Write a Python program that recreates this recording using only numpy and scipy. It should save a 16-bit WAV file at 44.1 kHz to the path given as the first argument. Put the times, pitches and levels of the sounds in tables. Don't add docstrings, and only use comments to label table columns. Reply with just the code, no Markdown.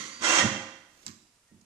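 import sys
import numpy as np
from scipy import signal
from scipy.fft import rfft, irfft
from scipy.io import wavfile

SR = 44100
rng = np.random.default_rng(int(sys.argv[2]) if len(sys.argv) > 2 else 0)


def file_out(sig):
    cols = np.atleast_2d(sig).T
    lim = np.clip(cols, -1, 1)
    pcm = np.round(lim * 32767).astype(np.int16)
    wavfile.write(sys.argv[1], SR, pcm)


N = 72765
TIME = np.arange(N) / SR


# (time [s], level [dB])
RIM_FORCE = [(.19, -55), (.215, -35.5), (0.238, -22.5), (0.291, -19.5), (.345, -19.5), (.385, -17.5),
             (0.413, -21), (0.438, -42), (0.458, -31), (.54, -70.5)]
# (frequency [Hz], gain [dB])
RASP_SPECTRUM = [(60, -32.5), (120, -16), (200, -16), (320, -0.5), (450, -19), (560, -1), (800, -7),
                 (1400, 0), (2100, -1.5), (2400, -4.5), (3000, -6.5), (4000, -10.5), (4900, -9), (6600, -3),
                 (7700, -8.5), (8800, -14.5), (9700, -35.5), (10600, -21), (13000, -58)]
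# (frequency [Hz], relative level [dB], T60 [s])
WHEEL_MODES = [(331.7, -11, .15), (535.2, -8.5, 0.4), (826, -14, 0.083), (1031, -3, 0.081), (1208, -6, .25),
               (1407, -7.5, 0.11), (1483, -6.5, 0.53), (1653, -13.5, .12), (1917, -5, 0.17),
               (2013, 1, 0.067), (2157, -19.5, 0.52), (2720, 1, 0.067), (3154, 0.5, 0.064),
               (5770, 0, 0.035)]
def flywheel(slips_per_s=5000, spread_db=1.5, sway_db=3.5, sway_hz=42, rasp_db=-3, ring_db=-6):
    slips = (rng.random(N) < slips_per_s / SR) * rng.choice([-1, 1], N)
    sizes = amp(spread_db * np.minimum(rng.exponential(1, N), 4))
    force = unit(slips * sizes * chatter()) * envelope(RIM_FORCE)
    ring = np.zeros(N)
    for hz, db, t60 in WHEEL_MODES:
        coupling = amp(sway_db * drift(sway_hz))
        ring += amp(db) * unit(signal.fftconvolve(force * coupling, mode(hz, t60))[:N])
    ring = signal.sosfilt(signal.butter(2, [220, 7000], "band", fs=SR, output="sos"), ring)
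    rasp = colour(force, RASP_SPECTRUM)
    return np.std(force) * (amp(rasp_db) * unit(rasp) + amp(ring_db) * unit(ring))


# (time [s], duration [s], frequency [Hz], level [dB])
RIM_TONES = [(-.02, .065, 1873, -41), (-.02, .12, 4673, -51), (.108, .105, 4673, -45.5),
             (-.02, .22, 6700, -50), (.266, .04, 2050, -27), (.275, .035, 2706, -28), (.38, .045, 798, -28),
             (.402, .04, 1876, -21), (1.483, .05, 1875, -67)]
def squeals(waver=.0008, waver_hz=50, skew=.65):
    out = np.zeros(N)
    for start, length, hz, db in RIM_TONES:
        t = np.arange(0, length, 1 / SR)
        pitch = hz * (1 + waver * drift(waver_hz)[:len(t)])
        swell = np.sqrt(abs(np.sin(np.pi * (t / length) ** skew)))
        add(out, start, amp(db) * swell * np.sin(2 * np.pi * np.cumsum(pitch) / SR))
    return out


# (time [s], level [dB])
DRIVE_FORCE = [(0, -59), (.08, -63), (.18, -60.5), (.205, -41), (.25, -53.5), (.32, -54.5), (.39, -40.5),
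               (.435, -29), (.47, -45), (.56, -35.5)]
# (time [s], level [dB], contact time [s], gain of the deep modes [dB])
BLOWS = [(0.4384, -14, 0.00053, -5.5), (0.452, -22, 0.0043, 11.5), (1.064, -37.5, 0.0016, -28),
         (1.086, -34.5, 0.0014, -6.5), (1.514, -44.5, 0.00066, -10), (1.536, -43, 0.0017, -13),
         (1.558, -51.5, .001, -0.5), (1.615, -52.5, .0007, -13.5)]
# (frequency [Hz], gain [dB])
HOUSING_RADIATION = [(25, -22.5), (55, 1), (75, -5), (95, 2.5), (330, -4.5), (600, 6), (1200, -20.5),
                     (5000, -36.5)]
def housing():
    response = housing_response(deep_db=-5)
    force = rng.standard_normal(N) * envelope(DRIVE_FORCE)
    out = signal.fftconvolve(force, response / np.linalg.norm(response))[:N]
    for start, db, contact, deep_db in BLOWS:
        pulse = np.exp(-(2 * (TIME[:SR // 50] / contact - 1)) ** 2)
        add(out, start, amp(db) * signal.fftconvolve(housing_response(deep_db), pulse / pulse.sum()))
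    return colour(out, HOUSING_RADIATION)


# (frequency [Hz], relative level [dB], T60 [s])
HOUSING_MODES = [(102.1, -5.5, 0.12), (125.3, -9, .2), (162, 0.5, 0.046), (197.7, 1.5, 0.099),
                 (233.5, 2, 0.073), (308, -6.5, 0.19), (362.2, -13, 0.28)]
def housing_response(deep_db, deep_below_hz=140):
    boom = sum((-1) ** k * amp(db + deep_db * (hz < deep_below_hz)) * mode(hz, t60)
               for k, (hz, db, t60) in enumerate(HOUSING_MODES))
    return boom / abs(boom).max()


# (time [s], level [dB], decay time [s], centre frequency [Hz])
PEDAL_IMPACTS = [(1.0312, -51, .0025, 4200), (1.065, -19, .0012, 6200), (1.08, -30, .0022, 4500),
                 (1.1133, -38, .0015, 4600), (1.36, -60, .002, 7000), (1.478, -59, .004, 5800),
                 (1.612, -53, .004, 8000)]
# (frequency [Hz], gain [dB])
IMPACT_SPECTRUM = [(200, -6.5), (700, -7.5), (1100, -8.5), (2500, -4.5), (7000, 5.5), (10000, -19.5),
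                   (14500, -22)]
# (frequency [Hz], gain [dB])
BUZZ_SPECTRUM = [(200, -34), (750, -23), (1080, 10), (1350, 0.5), (1750, 5.5), (3000, 0), (4500, 0.5),
                 (6500, 6.5), (9000, -14), (14500, -14.5)]
def pedal_clacks(rise_s=.0004, peak_db=7, width_octaves=.55, buzz_db=-22, buzz_decay_s=.035):
    out, t = np.zeros(N), TIME[:SR // 4]
    attack = np.minimum(t / rise_s, 1)
    for start, db, decay, centre_hz in PEDAL_IMPACTS:
        def peak(hz):
            return peak_db * np.exp(-.5 * (np.log2((hz + 1) / centre_hz) / width_octaves) ** 2)
        burst, buzz = rng.standard_normal((2, len(t)))
        burst = unit(colour(burst, IMPACT_SPECTRUM, peak)) * np.exp(-t / decay)
        buzz = unit(colour(buzz, BUZZ_SPECTRUM)) * np.exp(-t / buzz_decay_s)
        add(out, start, amp(db) * attack * (burst + amp(buzz_db) * buzz))
    return out


# (time [s], level [dB])
HAND_SLIDE = [(.78, -78.5), (.92, -63), (1.01, -59), (1.06, -55), (1.12, -78)]
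# (frequency [Hz], gain [dB])
RUSTLE_SPECTRUM = [(80, -6.5), (220, 0), (500, -1.5), (900, -10), (2000, -5), (4000, -7), (7000, -3),
                   (10000, -17), (14500, -16.5)]
def hand_rustle():
    return friction_noise(RUSTLE_SPECTRUM) * envelope(HAND_SLIDE, before_db=-120)


# (frequency [Hz], gain [dB])
SCRAPE_TAIL_SPECTRUM = [(59, -37), (100, -17.5), (313, -6), (406, -14), (549, -9.5), (631, -26.5),
                        (1040, -6), (1720, -12), (2020, -1.5), (2420, -10), (4230, -9), (4590, -11),
                        (5390, -14.5), (6070, -4), (12000, -34), (15600, -77), (22000, -120)]
def scrape_tail(start_db=-34, fade_db_per_s=69.5):
    return amp(start_db - fade_db_per_s * TIME) * friction_noise(SCRAPE_TAIL_SPECTRUM)


# (frequency [Hz], T60 [s])
ROOM_DECAY = [(80, 0.19), (250, 0.74), (600, 0.81), (2000, 0.81), (5000, .78), (8000, 0.62), (13000, 0.49)]
# (frequency [Hz], gain [dB])
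LEFT_SHADOW = [(60, -2), (180, -7.5), (350, -3), (700, -6), (1400, -6.5), (2800, -12.5), (5500, -8.5),
               (10000, -10.5)]
def room(x, wet_db, build_s=.0014, scatter_s=.0028, left_lag_s=.000278):
    hz, t, spectra = signal.stft(rng.standard_normal((2, SR)), SR, nperseg=256)
    decay = amp(-60 * t / read(ROOM_DECAY, hz)[:, None])
    spectra = spectra * decay * (1 - np.exp(-t / build_s))
    tails = two_ears(*signal.istft(spectra, SR, nperseg=256)[1][:, :SR])
    tails /= np.linalg.norm(tails[0])
    scatter = rfft(rng.standard_normal(N) * np.exp(-TIME / scatter_s), 2 * N)
    hz = np.fft.rfftfreq(2 * N, 1 / SR)
    phase = np.angle(scatter) * (1 - read(EAR_COHERENCE, hz)) - 2 * np.pi * hz * left_lag_s
    direct = np.array([x, irfft(rfft(x, 2 * N) * np.exp(1j * phase))[:N]])
    right, left = direct + amp(wet_db) * signal.fftconvolve(x[None], tails, axes=1)[:, :N]
    return np.array([colour(left, LEFT_SHADOW), right])


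# (frequency [Hz], coherence [0..1])
EAR_COHERENCE = [(40, 0.98), (130, 1), (300, 1), (700, 1), (1400, 0.18), (3000, 0.13), (8000, 0.065)]
def two_ears(a, b):
    coherence = read(EAR_COHERENCE, np.fft.rfftfreq(len(a), 1 / SR))
    blend = coherence * rfft(a) + np.sqrt(1 - coherence ** 2) * rfft(b)
    return np.array([a, irfft(blend, len(a))])


# (frequency [Hz], gain [dB])
AMBIENT_SPECTRUM = [(25, -11), (60, -7.5), (110, -7), (250, -17), (500, -14), (1000, -15.5), (2000, -15),
                    (4000, -17.5), (6500, -15), (9000, -16), (14500, -33)]
def room_hiss(left_db=-69.5, right_db=-66):
    ears = two_ears(*[colour(x, AMBIENT_SPECTRUM) for x in rng.standard_normal((2, N))])
    return amp([[left_db], [right_db]]) * unit(ears)


def friction_noise(spectrum):
    return unit(colour(rng.standard_normal(N) * chatter(), spectrum))


def chatter(depth_db=.96, rate_hz=90):
    return amp(depth_db * drift(rate_hz))


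def drift(rate_hz):
    hz = np.fft.rfftfreq(N, 1 / SR)
    return unit(irfft(rfft(rng.standard_normal(N)) / (1 + (hz / rate_hz) ** 4), N))


def mode(hz, t60):
    t = TIME[:SR]
    return amp(-60 * t / t60) * np.cos(2 * np.pi * hz * t)


def colour(x, spectrum, boost_db=lambda hz: 0, size=4096):
    hz = abs(np.fft.fftfreq(size, 1 / SR))
    log_gain = np.log(amp(read(spectrum, hz) + boost_db(hz)))
    taps = np.fft.ifft(np.exp(np.conj(signal.hilbert(log_gain)))).real[:size // 2]
    return signal.fftconvolve(x, taps)[:len(x)]


def envelope(points, before_db=None):
    return amp(np.interp(TIME, *np.transpose(points), left=before_db, right=-120))


def read(points, hz):
    f, value = np.transpose(points)
    return np.interp(np.log(hz + 1), np.log(f + 1), value)


def add(mix, start_s, sound):
    at = round(start_s * SR)
    sound = sound[max(-at, 0):]
    part = mix[max(at, 0):][:len(sound)]
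    part += sound[:len(part)]


def amp(db):
    return 10 ** (np.asarray(db) / 20)


def unit(x):
    return x / np.sqrt(np.mean(x ** 2) + 1e-20)


def scene():
    wheel = room(flywheel(), wet_db=-3.5) + room(squeals(), wet_db=-7)
    tail = room(scrape_tail(), wet_db=-11.5)
    thuds = room(housing(), wet_db=-6)
    pedal = room(pedal_clacks() + hand_rustle(), wet_db=-11.5)
    return wheel + tail + thuds + pedal + room_hiss()


def record(dry):
    taps = signal.firwin(511, 14800, window=("kaiser", 9), fs=SR)
    return signal.oaconvolve(dry, taps[None], "same")


dry = scene()
out = record(dry)
file_out(out)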